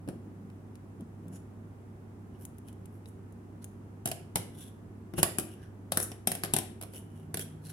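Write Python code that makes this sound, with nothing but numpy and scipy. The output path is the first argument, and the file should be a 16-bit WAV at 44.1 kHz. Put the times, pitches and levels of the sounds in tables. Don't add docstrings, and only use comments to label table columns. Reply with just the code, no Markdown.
import sys
import numpy as np
from scipy import signal
from scipy.fft import rfft, irfft, next_fast_len
from scipy.io import wavfile
from scipy.ndimage import map_coordinates

SR = 44100
rng = np.random.default_rng(int(sys.argv[2]) if len(sys.argv) > 2 else 0)


def store_wav(level_fs):
    pcm = np.round(np.clip(np.atleast_2d(level_fs), -1, 1) * 32767)
    wavfile.write(sys.argv[1], SR, pcm.T.astype(np.int16))


N = 340452
TIME = np.arange(N) / SR

# frequency in Hz, relative level in dB.
STEEL = [(3500, -69.5), (5500, -23.5), (7000, -14), (8800, -10), (9900, -5), (10500, -5), (11200, -3.5),
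         (12000, -11.5), (14000, -17), (16000, -24)]
# frequency in Hz, relative level in dB.
BODY = [(600, -35), (1100, -31.5), (1500, -2.5), (2100, -6), (3000, -4), (4400, -9), (5700, -6.5),
        (7500, -33.5), (11000, -56.5)]
# frequency in Hz, likeness (1 is identical).
ROOM_ALIKE = [(150, 0.96), (500, 1), (1200, 0.51), (16000, 0)]


def amp(db):
    return 10 ** (np.asarray(db) / 20)


def unit(x):
    return x / np.sqrt(np.mean(x ** 2) + 1e-20)


def along(points, hz):
    point_hz, values = np.transpose(points)
    return np.interp(np.log(hz + 1), np.log(point_hz + 1), values)


def wobble(rate):
    knots = rng.standard_normal(int(N * rate / SR) + 4)
    return map_coordinates(knots, [TIME * rate])


def filtered(x, response):
    n = x.shape[-1]
    padded = next_fast_len(n + 4096)
    spectrum = rfft(x, padded) * response(np.fft.rfftfreq(padded, 1 / SR))
    return irfft(spectrum, padded)[..., :n]


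def coloured(x, spectrum, size=2048):
    gain = amp(along(spectrum, np.fft.rfftfreq(size, 1 / SR)))
    cepstrum = irfft(np.log(gain))
    cepstrum[1:size // 2] *= 2
    cepstrum[size // 2 + 1:] = 0
    impulse = irfft(np.exp(rfft(cepstrum)))
    return signal.fftconvolve(x, impulse[None], axes=1)[:, :x.shape[1]]


def pair(n, alike):
    def mid_side(hz):
        turn = np.arccos(np.clip(along(alike, hz), -1, 1)) / 2
        return np.array([np.cos(turn), np.sin(turn)])

    mid, side = filtered(rng.standard_normal((2, n)), mid_side)
    return np.array([mid + side, mid - side])


def rush(spectrum, alike):
    return unit(filtered(pair(N, alike), lambda hz: amp(along(spectrum, hz))))


def swell(t, length, rise_share):
    side_length = length * np.where(t < 0, rise_share, 1 - rise_share)
    return np.exp(-2 * (t / side_length) ** 2)


def add(track, s, sound):
    start = max(round(s * SR), 0)
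    track[:, start:start + sound.shape[1]] += sound[:, :max(N - start, 0)]


def resonance(f, hz, width):
    return 1j * f * width / (hz * hz - f * f + 1j * f * width)


def peaked(x, hz, width, boost_db):
    y = filtered(x, lambda f: 1 + amp(boost_db) * resonance(f, hz, width))
    return y * np.linalg.norm(x) / np.linalg.norm(y)


def in_room(x, wet_db, gap=0.0016):
    # frequency in Hz, time to fall 60 dB in seconds.
    room_decay = [(120, 0.23), (300, 0.77), (800, 0.3), (2000, 0.5), (5000, 0.39), (10000, .33),
                  (16000, 0.2)]
    hz, t, cells = signal.stft(pair(SR // 2, ROOM_ALIKE), SR, nperseg=256)
    decay = amp(-60 * t / along(room_decay, hz)[:, None])
    tail = signal.istft(cells * decay, SR, nperseg=256)[1]
    tail *= 1 - np.exp(-(np.arange(tail.shape[1]) / SR / gap) ** 2)
    tail /= np.linalg.norm(tail[0])
    return x + amp(wet_db) * signal.fftconvolve(x, tail, axes=1)[:, :x.shape[1]]


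def placed(x, pan_db, lead=0.0002133):
    sides = np.array([[.5], [-.5]])
    delayed = filtered(x, lambda hz: np.exp(-2j * np.pi * hz * lead * (.5 - sides)))
    return amp(sides * pan_db) * delayed


def burst(spectrum, t60, first_db):
    # frequency in Hz, likeness.
    contact_alike = [(300, 0.89), (900, 0.32), (3000, 0.092), (12000, 0.083)]
    t = np.arange(SR // 2) / SR
    modes = pair(len(t), contact_alike) * amp(-60 * t / t60)
    touch = amp(first_db) * (t == 0)
    x = coloured(modes / np.linalg.norm(modes) + touch, spectrum)
    return x / np.linalg.norm(x)


def clacks():
    # frequency in Hz, relative level in dB.
    wood_colour = [(150, -45.5), (370, 5.5), (500, 1), (680, 5), (950, -6), (1400, -8.5), (2000, -18.5),
                   (3500, -52.5)]
    # frequency in Hz, relative level in dB.
    thud_colour = [(35, -9.5), (70, -6.5), (130, 3.5), (190, 4), (300, -1.5), (420, -8.5), (700, -11),
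                   (2000, -78.5)]
    track = np.zeros((2, N))
    for s, edge_db, body_db, knock_db, thud_db, hz in contacts():
        spot, side = rng.standard_normal(2)
        crack = amp(edge_db + 0.5) * burst(STEEL, t60=0.022, first_db=-15.5)
        rattle = amp(body_db) * burst(BODY, t60=0.042, first_db=-8.5)
        delay = 0.000411 * np.exp(0.32 * spot)
        steel = off_table(crack + rattle, strength=0.3, delay=delay) + amp(edge_db - 17) * ring()

        boost_db = -0.5 + 4 * np.log2(hz / 500)
        top = peaked(burst(wood_colour, t60=0.039, first_db=-4.0), hz, width=hz / 5.6, boost_db=boost_db)
        thud = burst(thud_colour, t60=0.037, first_db=-1.5)
        table = amp(knock_db + 1) * top + amp(thud_db) * thud

        add(track, s, placed(in_room(steel, wet_db=-9.0), pan_db=0.5 + 2.7 * side))
        add(track, s, placed(in_room(table, wet_db=-5.0), pan_db=1.5, lead=0.00017))
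    return track


def contacts(count=3):
    # hit in seconds, relative levels of steel, rattle,
    # knock and thud in dB, knock resonance in Hz, first flight in seconds, loss a bounce in dB.
    landings = [(0.0765, -35, -32, -22, -6.5, 330, .012, 19), (0.087, -22, -25, -16.5, -3.5, 300, .01, 12),
                (4.057, -1, -10, -7.5, -4, 770, 0.017, 5.5), (4.1152, -7, -11.5, -10, -27, 693, 0.009, 24),
                (4.3573, 2.5, -4, -3.5, -1, 890, 0.013, 13.5),
                (5.1375, -30, -28, -16.5, -7, 330, 0.013, 15), (5.1818, -11, -16, -6, 0.5, 403, 0.0046, 2),
                (5.23, 10.5, 1.5, 1.5, -1.5, 1110, 0.0086, 18),
                (5.3848, 1.5, -10, -6.5, -4.5, 344, .012, 9), (5.9203, -0.5, -7, -5, -11, 520, 0.012, 20),
                (5.9723, 5.5, -4.5, -3.5, -4.5, 1500, 0.028, 10),
                (6.1169, -20.5, -20, -21.5, -18, 414, .01, 20), (6.273, 5, -2.5, -5, -2, 780, .044, 6.5),
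                (6.4357, -3.5, -7, -8, -7.5, 1530, .012, 7), (6.5369, 6, -2.5, -5, -1, 845, .0278, 3.5),
                (6.8128, -15.5, -23, -20, -22, 513, 0.012, 0.5),
                (6.9356, -26, -29, -26, -43.5, 490, 0.013, 3.5),
                (7.343, -4.5, -11, -13.5, -11, 494, .0285, 2.5)]
    graze_s, graze_db = .003, -27
    shrink = 0.78
    extra_loss_db = np.array([0, 0, 0, 1.5])
    for s, steel, rattle, knock, thud, hz, flight, loss in landings:
        levels = np.array([steel, rattle, knock, thud])
        yield s - graze_s, *(levels + graze_db), hz
        for k in range(count):
            yield s, *(levels - k * (loss + extra_loss_db)), hz
            s += flight * shrink ** k


def off_table(x, strength, delay):
    y = filtered(x, lambda hz: 1 + strength * np.exp(-2j * np.pi * hz * delay))
    return y * np.linalg.norm(x) / np.linalg.norm(y)


def ring(scatter_db=4):
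    # mode in Hz, relative level in dB before scatter, time to fall 60 dB in seconds.
    ring_modes = [(3220, 3.5, 0.073), (3870, 6.5, 0.096), (5340, 2, .2), (8380, -13.5, .15),
                  (8800, 19.5, 0.053), (9470, -17.5, .18), (10800, -7, 0.332), (10830, 5, 0.092),
                  (10460, -13, 0.21), (14110, -35.5, 0.13)]
    t = np.arange(SR // 2) / SR
    x = np.zeros((2, len(t)))
    for hz, db, t60 in ring_modes:
        level_db = db + scatter_db * rng.standard_normal()
        phase = rng.random((2, 1))
        x += amp(level_db - 60 * t / t60) * np.sin(2 * np.pi * (hz * t + phase))
    return x / np.linalg.norm(x)


def snips():
    # start in seconds, relative level of the edge in dB,
    # relative level of the body in dB, blade resonance in Hz.
    snip_moments = [(0.501, -43, -37.5, 2520), (0.755, -33.5, -35, 6360), (1.0081, -33, -39.5, 3150),
                    (1.282, -32, -43, 3490), (2.452, -15.5, -32, 6700), (2.5832, -28, -40, 7190),
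                    (2.685, -28.5, -31.5, 2520), (2.7281, -34, -43, 6740), (2.8567, -27.5, -36, 2770),
                    (3.0577, -37, -30, 3870), (3.3242, -37, -52, 7190), (3.6432, -16, -28.5, 6300)]
    # frequency in Hz, relative level in dB.
    blade_colour = [(2500, -21), (5000, -38), (6500, -3.5), (8500, -3), (10000, 3.5), (11300, -2.5),
                    (12200, -6), (13400, -4), (14500, -9), (16000, -13.5)]
    track = np.zeros((2, N))
    for s, edge_db, body_db, hz in snip_moments:
        tick = burst(blade_colour, t60=0.021, first_db=-46)
        ping = peaked(burst(BODY, t60=0.026, first_db=0), hz, width=140, boost_db=10.0)
        blades = amp(edge_db) * tick + amp(body_db) * ping
        add(track, s, placed(in_room(blades, wet_db=-14.0), pan_db=3))
    return track


def rubbing():
    # loudest moment in seconds, length in seconds,
    # relative level of hiss in dB, relative level of scrape in dB, leading resonance in Hz.
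    strokes = [(1.354, 0.057, -55, -62.5, 6860), (2.353, 0.049, -75, -70, 2920),
               (2.422, 0.064, -56.5, -67, 13300), (2.688, 0.076, -66, -70, 3100),
               (2.96, 0.095, -70, -84, 12900), (3.085, 0.042, -62, -79, 3800), (3.63, .022, -59, -62, 4200),
               (4.622, 0.2, -55, -60.5, 3460), (5.194, 0.048, -38.5, -45, 2820),
               (5.515, 0.11, -60.5, -61.5, 2960), (5.638, 0.13, -70.5, -63, 1510),
               (6.023, 0.076, -35.5, -63, 1490), (6.971, 0.085, -48, -55.5, 3000),
               (7.185, 0.2, -68, -71, 2950), (7.416, 0.037, -37, -46, 3300),
               (7.702, 0.12, -50.5, -56, 4210)]
    # frequency in Hz, level in dB relative to the singing.
    singing_modes = [(1500, -6.5), (2900, -12.5), (5700, -5), (10000, -11)]
    singing_db, lead_db, width_hz = 12, 3, 260
    track = np.zeros((2, N))
    t = np.arange(SR // 2) / SR - 1 / 4
    for s, length, hiss_db, scrape_db, lead_hz in strokes:
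        excited = list(singing_modes) + [(lead_hz, lead_db)]

        def modes(f):
            return 1 + sum(amp(singing_db + db) * resonance(f, hz, width_hz) for hz, db in excited)

        def friction(colour):
            return unit(filtered(coloured(pair(len(t), ROOM_ALIKE), colour), modes))

        stroke = amp(hiss_db) * friction(STEEL) + amp(scrape_db) * friction(BODY)
        add(track, s + t[0], swell(t, length, rise_share=0.57) * stroke)
    grain_db = 3.0 * wobble(400)
    catch_db = 2.5 * wobble(60)
    return in_room(track * unit(amp(grain_db + catch_db)), wet_db=-7.5)


def brushing():
    # loudest moment in seconds, length in seconds, level in dB.
    brushes = [(0.265, 0.14, -48), (0.446, 0.32, -50), (1.012, 0.054, -41), (1.266, 0.27, -46.5),
               (7.0, 0.13, -53.5)]
    weight = sum(amp(db) * swell(TIME - s, length, rise_share=0.36) for s, length, db in brushes)
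    # Hz, relative dB
    rumble = [(70, -77), (170, 6), (250, 0.5), (450, -14.5), (1500, -36.5), (4000, -53)]
    return weight * rush(rumble, ROOM_ALIKE)


def background():
    # frequency in Hz, relative level in dB.
    air_colour = [(25, -41), (38, -11.5), (48, -12.5), (62, -10), (74, -4), (125, -6.5), (185, -3.5),
                  (290, -7), (390, -11.5), (550, -20.5), (800, -21), (1600, -30.5), (4200, -47.5),
                  (10500, -44), (16000, -52)]
    # frequency in Hz, likeness.
    air_alike = [(60, 0.83), (180, 1), (550, 0.45), (1650, -0.17), (4970, -0.017), (15000, -0.42)]
    # frequency in Hz, level in dB before the left-right balance.
    hum_lines = [(100, -50.5), (228, -60.5), (383, -66.5)]
    # time in seconds, level in dB.
    drone_swell = [(6.9, -77), (7.2, -51), (7.5, -49), (7.72, -48.5)]
    air = amp(-50) * rush(air_colour, air_alike) * amp([[-.4], [.4]])
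    hum = sum(tone(hz, db) for hz, db in hum_lines) * amp([[-.8], [.8]])
    drone = tone(156, np.interp(TIME, *np.transpose(drone_swell)))
    return air + hum + drone


def tone(hz, db, drift=0.11):
    phase = 2 * np.pi * hz * TIME + drift * wobble(2.2)
    return np.sqrt(2) * amp(db) * np.sin(phase)


def scene():
    return clacks() + snips() + rubbing() + brushing() + background()


def record(dry):
    low_hz, top_hz = 41, 16100

    def band(hz):
        rumble_cut = 1 + (low_hz / (hz + 1)) ** 24
        top_cut = 1 + (hz / top_hz) ** 160
        return 1 / np.sqrt(rumble_cut * top_cut)

    return filtered(dry, band)


dry = scene()
out = record(dry)
store_wav(out)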